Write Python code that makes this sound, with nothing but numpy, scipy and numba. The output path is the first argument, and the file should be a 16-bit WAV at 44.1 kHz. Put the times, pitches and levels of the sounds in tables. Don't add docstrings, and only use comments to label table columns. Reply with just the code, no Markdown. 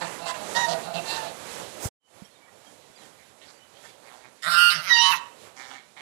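import sys
import numpy as np
from scipy import signal
from scipy.fft import rfft, irfft
from scipy.io import wavfile
from scipy.ndimage import uniform_filter1d, map_coordinates
from numba import njit

SR = 44100
rng = np.random.default_rng(int(sys.argv[2]) if len(sys.argv) > 2 else 0)


def volts(x):
    e = np.asarray(x, float) / 20
    return 10 ** e


def file_out(sig):
    cols = np.atleast_2d(sig).T
    lim = np.clip(cols, -1, 1)
    pcm = np.round(lim * 32767).astype(np.int16)
    wavfile.write(sys.argv[1], SR, pcm)


N = 265041
T = np.arange(N) / SR

PORT_GAIN, LEFT_LEAK_DB = 2.016, -46.5

# (frequency [Hz], density [dB])
AIR_SPECTRUM = [(18, -72), (30, -22), (92, -2.5), (359, 0), (546, 4), (874, -0.5), (1640, -6), (2420, -6.5),
                (2760, -8.5), (3980, -8.5), (5040, -11.5), (7460, -9.5), (9430, -14), (10700, -12.5),
                (15500, -33)]
# (time [s], level [dB])
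AIR_LEVEL = [(0.0, -44), (0.81, -39.5), (0.92, -46.5), (1.11, -38), (1.31, -42.5), (1.9, -44.5),
             (1.95, -53.5), (2.27, -56), (2.4, -56.5), (3.8, -56), (4.07, -54.5), (4.27, -56.5),
             (4.4, -57.5), (5.3, -51.5), (5.64, -54), (5.79, -58.5), (6.01, -56.5)]
# (centre [Hz], width [Hz], level relative to the air [dB])
INSECTS = [(7500, 700, -22), (10950, 250, -25), (14050, 30, -43)]
AIR_SWELL_DB, AIR_FLICKER_DB, INSECT_SWELL_DB = 1.5, 1.5, 5
BANKS_T60_S, BANKS_DB, BANKS_LOWPASS_HZ = 0.5, -18, 1300
LEAF_STIR_MS, LEAF_STIR_PER_S = .12, 45

# (time [s], frequency [Hz], T60 [s], left level [dB], right level [dB])
BUMPS = [(1.855, 107, 0.037, -13.5, -18), (1.6, 900, 0.0045, -19.5, -47), (2.2204, 196, 0.06, -75, -30),
         (2.9, 250.2, 0.0095, -38, -70)]
# (time [s], level [dB])
RUB_LEVEL = [(1.8, -48.5), (1.83, -32), (1.855, -25), (1.87, -30.5), (1.89, -41.5)]

# (start [s], length [s], first pitch [Hz], last pitch [Hz], level [dB])
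BIRD_NOTES = [(1.998, 0.094, 3120, 2920, -53), (2.241, 0.06, 3250, 3070, -65),
              (2.242, 0.031, 5600, 5600, -61), (2.298, 0.072, 4400, 4100, -70),
              (2.348, 0.054, 3850, 3400, -64.5), (2.413, 0.077, 2305, 2240, -63),
              (2.467, 0.036, 1930, 1910, -60.5), (2.65, 0.093, 3250, 3130, -64),
              (2.93, 0.046, 3400, 3500, -64), (2.947, 0.037, 5050, 4650, -60),
              (2.976, 0.072, 4200, 3680, -63), (3.045, 0.058, 3200, 3020, -73),
              (3.53, 0.065, 4690, 4600, -62), (3.58, 0.12, 3020, 2990, -62.5),
              (3.86, 0.079, 3480, 3580, -65)]
# (start [s], length [s], first pitch [Hz], last pitch [Hz], level [dB], pulse rate [1/s])
BIRD_TRILLS = [(3.735, 0.125, 2980, 3520, -61, 62)]
# (share of length [0-1], level offset [dB])
NOTE_SHAPE = [(0, -9), (.3, 2), (.7, -2.5), (1, -16)]
BIRD_WAVER_RATIO, BIRD_WAVER_DB = .011, 3.5

# (centre [Hz], nominal width [Hz], relative level [dB])
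GRUNT_THROAT = [(182.4, 31, -13.5), (470, 90, -15), (680, 61, 1), (830, 64, -5.5), (960, 210, -13),
                (1400, 175, -11.5), (2700, 71, -11.5), (4230, 480, -9)]
QUACK_THROAT = [(242, 120, -14), (850, 176, -4.5), (1550, 340, -5.5), (1844, 100, 1.5), (2255, 183, 2.5),
                (3400, 730, -1), (4420, 540, -2.5), (5900, 1600, -5.5)]
FAR_THROAT = [(1040, 410, -5), (1824, 290, -7), (2670, 290, -4.5), (4200, 1200, -7), (6200, 390, -14.5),
              (7400, 880, -11.5)]
FIRST_THROAT = [(1400, 280, -1), (1910, 71, 0.5), (2860, 560, -1), (3600, 150, 2), (4510, 270, 2),
                (4910, 216, 9.5), (6100, 830, -8.5), (7780, 1220, 0), (11700, 580, -16), (13700, 3000, -24)]
SECOND_THROAT = [(1090, 105, -0.5), (1880, 940, -13), (2966, 166, 5), (4080, 340, -2), (4640, 410, -4),
                 (5600, 1600, -7.5), (9460, 2900, -5.5), (10640, 3200, -13)]
# (centre [Hz], nominal width [Hz], relative level [dB])
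GROWL_THROAT = [(170, 78, -23.5), (626, 57, -13.5), (1410, 226, 3.5), (1750, 220, 0.5), (2020, 570, -1),
                (3030, 240, -7), (3820, 320, 1.5), (4710, 660, 3), (5480, 1230, 8.5), (8400, 3000, -5),
                (11070, 2300, -21)]
WIDTH_FACTOR = 2.18
THROAT_HZ, BEAK_HZ, SLIDE_TOP_HZ = 1550, 2500, 6500
PATCHY_DB = 3.5
# (time [s], pitch factor)
STILL = [(0, 1), (7, 1)]

# (start [s], length [s], pulse rate [Hz], level [dB], beak level [dB])
GRUNTS = [(0.005, 0.069, 170, -35.5, -42.5), (0.19, 0.18, 172.3, -37.5, -46.5),
          (0.35, 0.22, 198.7, -42, -54), (0.55, 0.066, 187, -34, -60), (0.66, 0.12, 164.6, -28, -45.5),
          (0.835, 0.11, 168.2, -36.5, -46.5), (0.935, 0.085, 168.9, -32.5, -38.5),
          (1.055, 0.16, 174.8, -71.5, -36), (1.2, 0.13, 163.7, -42, -49)]
# (start [s], length [s], pulse rate [Hz], level [dB], beak level [dB])
QUACKS = [(0.01, 0.099, 132, -40.5, -55), (0.68, 0.082, 162.7, -57, -32), (0.935, 0.069, 121.5, -57, -36.5),
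          (2.32, 0.22, 129, -62.5, -70), (2.64, 0.13, 151.6, -61.5, -62.5), (2.97, 0.13, 150.6, -55.5, -56),
          (3.18, 0.073, 152.3, -57.5, -68), (3.41, 0.14, 150.4, -56.5, -53.5),
          (3.835, 0.094, 144.3, -51, -55), (4.02, 0.36, 122, -53, -58.5), (5.56, 0.32, 130.2, -44.5, -47),
          (5.962, 0.095, 142.2, -45.5, -50.5)]
# (share of length [0-1], level offset [dB])
GRUNT_SHAPE = [(0, -8), (.25, -1), (.7, -2), (1, -21)]
# (share of length [0-1], level offset [dB])
QUACK_SHAPE = [(0, -7.5), (.15, -2), (.7, -4.5), (1, -39)]
GRUNT_ROUGH, QUACK_ROUGH, GROWL_ROUGH = .25, .38, .27

# (start [s], length [s], first, middle, last pitch [Hz], tone level [dB],
# 2nd harmonic level [dB], roughness [0-1])
FAR_HONKS = [(0.005, 0.1, 960, 990, 1010, -40, -64, 0.75), (0.125, 0.16, 960, 1006, 1007, -50, -71, 0.02),
             (0.254, 0.08, 1073, 1033, 997, -33.5, -44.5, 0.45),
             (0.337, 0.059, 967, 965, 960, -44.5, -62, 0.6),
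             (0.546, 0.1435, 934, 957, 925, -30.5, -29.5, 0.35),
             (1.039, 0.26, 891, 915, 839, -37.5, -43.5, 0.3)]
# (share of length [0-1], level offset [dB])
HONK_SHAPE = [(0, -15), (.15, -3.5), (.5, -2), (.75, -4.5), (1, -18.5)]
# (flutter [Hz], 7th harmonic over 5th [dB], lower side tones over upper [dB],
# rasp offset before roughness [dB])
FAR_VOICE = (170.5, 15, -6, -1.5)
# (3rd [dB], 4th [dB], 5th [dB], 6th [dB])
FAR_HARMONICS_DB = (-19.5, -8, -28, -15)
FAR_SIDES_DB = -13.5
RASP_DB_PER_ROUGH = 13

# (time [s], tone [Hz], tone level [dB], 2nd to 6th harmonic levels [dB] x 5,
# side tones through the low throat [dB], through the high throat [dB])
FIRST_HONK = [(4.46, 1402, -55, -70, -62, -80, -80, -80, -43, -50),
              (4.49, 1369, -30.5, -64, -60, -80, -80, -80, -30, -52),
              (4.52, 1388, -23.5, -65, -60, -80, -80, -80, -32, -33),
              (4.555, 1382, -23, -31, -58, -70, -70, -70, -23, -36),
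              (4.585, 1400, -18.5, -29.5, -59, -62, -62, -62, -25.5, -25),
              (4.62, 1410, -19, -21.5, -60, -60, -63, -60, -28, -26),
              (4.7, 1405, -21, -22.5, -59, -60, -62, -60, -33, -28.5),
              (4.725, 1398, -41, -42, -67, -75, -75, -75, -25.5, -27.5),
              (4.765, 1421, -50, -40, -63, -74, -80, -80, -45, -43),
              (4.815, 1400, -64, -59, -66, -76, -80, -80, -59, -48)]
SECOND_HONK = [(4.89, 963, -58, -40, -49, -37, -57, -57, -50, -40),
               (4.912, 961, -38, -18.5, -52, -31, -49, -28, -56, -42),
               (4.93, 957, -40, -19.5, -56, -16.5, -27, -31, -60, -47),
               (4.945, 950.5, -34, -20.5, -46, -21, -21, -24, -60, -43),
               (4.965, 938.4, -32.5, -25, -30, -32, -26.5, -37, -56, -31.5),
               (4.99, 944, -29.5, -24, -24.5, -24, -23, -22.5, -59, -34),
               (5.006, 948, -26, -32, -21.5, -25, -40, -17, -50, -32.5),
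               (5.02, 941, -26.5, -49, -36, -30, -43, -27, -41, -23.5),
               (5.05, 941, -27.5, -30, -41, -25, -47, -34, -27, -24.5),
               (5.065, 936.7, -28, -36, -41, -47, -48, -40, -26.5, -22),
               (5.09, 941, -26.5, -43, -46, -48, -50, -45, -24, -26),
               (5.112, 951, -24.5, -58, -50, -34, -52, -50, -23, -34),
               (5.122, 898, -32.5, -29.5, -20, -26, -53, -50, -38, -29),
               (5.14, 866, -36.5, -33, -25.5, -58, -55, -55, -25.5, -42),
               (5.158, 870, -45, -61, -49, -51, -63, -60, -30, -53),
               (5.19, 883, -61.5, -71, -67, -70, -72, -70, -61, -68)]
# (flutter [Hz], superseded by the lock, 7th harmonic over 5th [dB],
# lower side tones over upper [dB], rasp offset before roughness [dB])
FIRST_VOICE = (173, -5, -1, -10.5)
# (flutter [Hz], 7th harmonic over 5th [dB], lower side tones over upper [dB],
# rasp offset [dB], roughness [0-1])
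SECOND_VOICE = (168, -7, -4, -5.5, 0.18)
# (time [s], roughness [0-1])
FIRST_ROUGH = [(4.46, .45), (4.555, .38), (4.6, .05), (4.705, .05), (4.73, .5), (4.815, .5)]
# (time [s], pitch factor)
FIRST_SLIDE = [(4.46, 1.3), (4.52, 1.1), (4.59, 1.027), (4.7, 0.98), (4.73, 1.044), (4.815, 0.91)]
# (time [s], pitch factor)
GROWL_SLIDE = [(4.42, 1.03), (4.47, 1.03), (4.5, 0.97), (4.58, .85), (4.69, 1), (4.73, 0.97), (4.81, 1.01),
               (4.87, 1.09), (4.93, 1.01), (5.1, 1.1), (5.2, 1.06)]
# (time [s], pulse rate [Hz], chest level [dB], throat level [dB], beak level [dB])
GROWLS = [
    [(4.4195, 133.7, -65, -46, -39), (4.43, 137.1, -50, -41.5, -35.5), (4.445, 142.1, -34, -34, -27),
     (4.465, 160.3, -30.5, -33.5, -26.5), (4.49, 167.7, -28, -45, -26), (4.545, 171.9, -34.5, -44, -23.5),
     (4.6, 173.5, -43, -60, -41)],
    [(4.7, 178.8, -42, -53, -25), (4.73, 173.9, -34.5, -33.5, -30), (4.76, 168.3, -35.5, -38, -28.5),
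     (4.794, 153, -34.5, -52, -33.5), (4.812, 154.5, -38, -55, -38), (4.845, 170, -45, -46, -30.5),
     (4.87, 175.2, -36.5, -32.5, -29.5), (4.898, 197.5, -26.5, -27, -24.5), (4.93, 196, -38, -52, -29)],
    [(5.1, 153.8, -48, -59, -31), (5.135, 148.4, -27.5, -33, -48), (5.165, 136.7, -54, -37.5, -29),
     (5.2, 141, -68, -66, -45.5)],
]
# (time [s], lag [ms])
SKIM_LAG = [(4.45, .082), (4.53, .08), (4.59, .07), (4.78, .069), (4.9, .063), (5.2, .061)]
FLUTTER_DB = -57.5
LOCK_CYCLES = 8

CUT_S, CUT_DB_PER_S = 1.887, 5000
FADE_IN_S, FADE_LENGTH_S, FADE_POWER = 1.99, .175, 2.1
RUMBLE_HZ, TOP_HZ = 60, 15450


def unit(x):
    return x / np.sqrt(np.mean(x ** 2))


def walk(rate_hz, n=N):
    k = max(int(SR / rate_hz), 2)
    steps = np.repeat(rng.standard_normal(n // k + 1), k)
    return 1.427 * uniform_filter1d(uniform_filter1d(steps, k), k)[:n]


def curve_at(t, table):
    return np.interp(t, *np.transpose(table))


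@njit
def svf(x, g, k):
    y, b, l = np.empty(len(x)), 0., 0.
    for i in range(len(x)):
        v = (b + g[i] * (x[i] - l)) / (1 + g[i] * (g[i] + k[i]))
        b, l, y[i] = 2 * v - b, l + 2 * g[i] * v, k[i] * v
    return y


def band(x, hz, width_hz):
    if np.ptp(hz) == 0:
        centre_hz = np.max(hz)
        return signal.lfilter(*signal.iirpeak(centre_hz, centre_hz / width_hz, SR), x)
    return svf(x + 0., np.tan(np.pi * hz / SR), width_hz / hz)


def throat(x, peaks, slide=1, patchy_db=0):
    out = 0
    for k, (hz, width_hz, db) in enumerate(peaks):
        if THROAT_HZ < hz < SLIDE_TOP_HZ:
            hz = hz * slide
        width_hz = WIDTH_FACTOR * width_hz
        gain = volts(db + patchy_db * walk(28.1, len(x)))
        out = out + (-1) ** k * gain * band(band(x, hz, width_hz), hz, width_hz)
    return out


def shaped(start_s, length_s, shape):
    share, db = np.transpose(shape)
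    return start_s + length_s * share, share, db


def spread(table):
    s, *columns = np.transpose(table)
    at = slice(int(s[0] * SR), min(int(s[-1] * SR), N))
    gate = np.clip(np.minimum(T[at] - s[0], s[-1] - T[at]) / .004, 0, 1)
    return at, gate, [np.interp(T[at], s, c) for c in columns]


def spin(hz, jitter):
    return np.exp(2j * np.pi * np.cumsum(hz * (1 + jitter * walk(300, len(hz)))) / SR)


def air():
    hz = np.maximum(np.fft.rfftfreq(N, 1 / SR), 1)
    spectrum_hz, spectrum_db = np.transpose(AIR_SPECTRUM)
    colour = rfft(rng.standard_normal(N)) * volts(np.interp(np.log(hz), np.log(spectrum_hz), spectrum_db))
    swell_db, octave = AIR_SWELL_DB * walk(12), np.log2(hz / 30)
    noise = 0
    for k in range(11):
        octave_noise = irfft(colour * np.clip(1 - np.abs(octave - k), 0, 1), N)
        noise = noise + octave_noise * volts(swell_db + AIR_FLICKER_DB * walk(16))
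    shimmer = 0
    for centre_hz, width_hz, db in INSECTS:
        level = volts(db + INSECT_SWELL_DB * np.tanh(walk(5.7)))
        shimmer = shimmer + level * unit(band(rng.standard_normal(N), centre_hz, width_hz))
    return (unit(noise) + shimmer) * volts(curve_at(T, AIR_LEVEL))


def banks(x):
    t = T[:SR // 2]
    lag = LEAF_STIR_MS * SR / 1000 * walk(LEAF_STIR_PER_S)
    stirred = map_coordinates(x, [np.arange(N) + lag], order=1)
    tail = rng.standard_normal(len(t)) * np.exp(-np.log(1000) * t / BANKS_T60_S)
    tail = tail * np.clip(t / 0.017, 0, 1)
    tail = signal.lfilter(*signal.butter(1, BANKS_LOWPASS_HZ, fs=SR), tail)
    return volts(BANKS_DB) * signal.fftconvolve(stirred, tail / np.sqrt(np.sum(tail ** 2)))[:N]


def handling():
    out = np.zeros((2, N))
    for s, hz, t60_s, *db in BUMPS:
        t = np.maximum(T - s, 0)
        thud = np.sin(2 * np.pi * hz * t) * np.exp(-np.log(1000) * t / t60_s)
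        out += volts(db)[:, None] * thud
    noise = rng.standard_normal(N)
    rub = unit(band(noise, 370, 800) + 0.5 * band(noise, 6500, 4000)) * volts(2.8 * walk(150))
    out[1] += rub * volts(np.interp(T, *np.transpose(RUB_LEVEL), left=-120, right=-120))
    return out


def songbirds():
    out = np.zeros(N)
    for start_s, length_s, first_hz, last_hz, level_db, *trill_hz in BIRD_NOTES + BIRD_TRILLS:
        s, share, offset_db = shaped(start_s, length_s, NOTE_SHAPE)
        glide_hz = first_hz + (last_hz - first_hz) * share
        at, gate, (hz, db) = spread(np.transpose([s, glide_hz, level_db + offset_db]))
        chop = np.cos(np.pi * sum(trill_hz) * T[at]) ** 2
        waver = volts(BIRD_WAVER_DB * walk(68, len(hz)))
        out[at] += gate * volts(db) * unit(chop * spin(hz, BIRD_WAVER_RATIO).imag * waver)
    return out


def pulsed(tables, peaks, rough, edges_hz=(0, BEAK_HZ, SR), slide=STILL):
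    out = np.zeros(N)
    for table in tables:
        at, gate, (hz, *levels_db) = spread(table)
        n = len(hz)
        flap = spin(hz, 0.185 * rough)
        pulses = unit((flap / (1 - 0.921 * flap)).real) * volts(5.4 * rough * walk(122, n))
        breath = unit(np.abs(1 / (1 - 0.2 * flap)) ** 2 * rng.standard_normal(n))
        burst = rng.standard_normal(SR // 200) * np.exp(-T[:SR // 200] / 0.002)
        burst = irfft(np.exp(1j * np.angle(rfft(burst))))
        source = (1 - rough) * unit(np.convolve(pulses, burst, "same")) + rough * breath
        factor = curve_at(T[at], slide)
        for db, low_hz, high_hz in zip(levels_db, edges_hz, edges_hz[1:]):
            part = [p for p in peaks if low_hz < p[0] < high_hz]
            out[at] += gate * volts(db) * unit(throat(source, part, factor, PATCHY_DB))
    return out


def calls(rows, shape):
    out = []
    for start_s, length_s, hz, db, beak_db in rows:
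        s, _, offset_db = shaped(start_s, length_s, shape)
        out.append(np.transpose([s, hz + 0 * s, db + offset_db, beak_db + offset_db]))
    return out


def grunts_and_upper_rasp():
    return pulsed(calls(GRUNTS, GRUNT_SHAPE), GRUNT_THROAT, GRUNT_ROUGH)


def quacks():
    return pulsed(calls(QUACKS, QUACK_SHAPE), QUACK_THROAT, QUACK_ROUGH)


def voiced(curve, voice):
    s, hz, *tone_db, low_db, high_db = np.transpose(curve)
    flutter_hz, seventh_db, lower_db, rasp_db, rough = voice
    side_db = np.maximum(low_db, high_db)
    total_db = 10 * np.log10(sum(volts(db) ** 2 for db in (*tone_db, side_db)))
    return np.transpose([s, flutter_hz + 0 * s, hz, *tone_db, tone_db[-2] + seventh_db, low_db, high_db,
                         lower_db + 0 * s, (total_db + side_db) / 2 + rasp_db, rough + 0 * s])


def honk(table, peaks, flutter_db=-90, lock=0, slide=STILL):
    at, gate, (flutter_hz, hz, *tone_db, low_db, high_db, lower_db, rasp_db, rough) = spread(table)
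    n = len(hz)
    factor = curve_at(T[at], slide)
    if lock:
        flap = spin(hz / lock, 0.023 * rough)
        tone = flap ** lock
    else:
        tone, flap = spin(hz, 0.035 * rough), spin(flutter_hz, 0.032 * rough)
    clean = np.sqrt(2) * sum(volts(db) * (tone ** k * np.exp(1j * k ** 2)).imag
                             for k, db in enumerate(tone_db, 1))
    clean = clean * volts(7.9 * rough * walk(61.6, n))
    stack = sum(tone ** k * np.exp(1j * k * k) for k in range(1, 11))
    row = sum(volts(-6.5 * k) * flap ** (k + 1) * np.exp(2j * k * k) for k in range(4))
    rows = (stack * (row - volts(lower_db) * row.conj())).imag
    low_sides = volts(low_db) * throat(rows, [p for p in peaks if p[0] < BEAK_HZ], factor)
    high_sides = volts(high_db) * throat(rows, [p for p in peaks if p[0] > BEAK_HZ], factor)
    puffs = np.abs(1 / (1 - 0.16 * flap)) ** 2 * rng.standard_normal(n)
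    rasp = volts(rasp_db + 3.2 * walk(35.4, n)) * unit(throat(puffs, peaks, factor, PATCHY_DB))
    out = np.zeros(N)
    out[at] = gate * (clean + low_sides + high_sides + rasp + volts(flutter_db) * flap.imag)
    return out


def far_honks():
    out = 0
    *voice, rasp_db = FAR_VOICE
    for start_s, length_s, *hz, tone_db, second_db, rough in FAR_HONKS:
        s, share, offset_db = shaped(start_s, length_s, HONK_SHAPE)
        tone_db, second_db = tone_db + offset_db, second_db + offset_db
        harmonics_db = [second_db + db for db in FAR_HARMONICS_DB]
        sides_db = tone_db + FAR_SIDES_DB
        curve = np.transpose([s, np.interp(share, (0, .5, 1), hz), tone_db, second_db, *harmonics_db,
                              sides_db, sides_db])
        controls = voiced(curve, (*voice, rasp_db + RASP_DB_PER_ROUGH * rough, rough))
        out = out + honk(controls, FAR_THROAT)
    return out


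def skim(x):
    lag = curve_at(T, SKIM_LAG) * SR / 1000
    return (x + 0.98 * map_coordinates(x, [np.arange(N) - lag])) / 2


def near_goose():
    rough = curve_at(np.transpose(FIRST_HONK)[0], FIRST_ROUGH)
    *voice, rasp_db = FIRST_VOICE
    controls = voiced(FIRST_HONK, (*voice, rasp_db + RASP_DB_PER_ROUGH * rough, rough))
    first = honk(controls, FIRST_THROAT, FLUTTER_DB, lock=LOCK_CYCLES, slide=FIRST_SLIDE)
    second = honk(voiced(SECOND_HONK, SECOND_VOICE), SECOND_THROAT, FLUTTER_DB)
    growls = pulsed(GROWLS, GROWL_THROAT, GROWL_ROUGH, edges_hz=(0, THROAT_HZ, BEAK_HZ, SR), slide=GROWL_SLIDE)
    return skim(first + second + growls)


def scene():
    near = near_goose()
    far = songbirds() + grunts_and_upper_rasp() + quacks() + far_honks()
    pond = PORT_GAIN * (near + far + banks(near + volts(3.5) * far) + air())
    return np.array([[volts(LEFT_LEAK_DB)], [1]]) * pond + handling()


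def cut_and_fade():
    cut = volts(-CUT_DB_PER_S * np.clip(T - CUT_S, 0, .1))
    return cut + np.clip((T - FADE_IN_S) / FADE_LENGTH_S, 0, 1) ** FADE_POWER


def top_cut(x):
    return signal.sosfilt(signal.butter(12, 15730, fs=SR, output="sos"), x)


def record(dry):
    x = signal.sosfilt(signal.butter(2, RUMBLE_HZ, "high", fs=SR, output="sos"), dry)
    x = signal.sosfilt(signal.ellip(8, .2, 70, TOP_HZ, fs=SR, output="sos"), x)
    return top_cut(x * cut_and_fade())


dry = scene()
out = record(dry)
file_out(out)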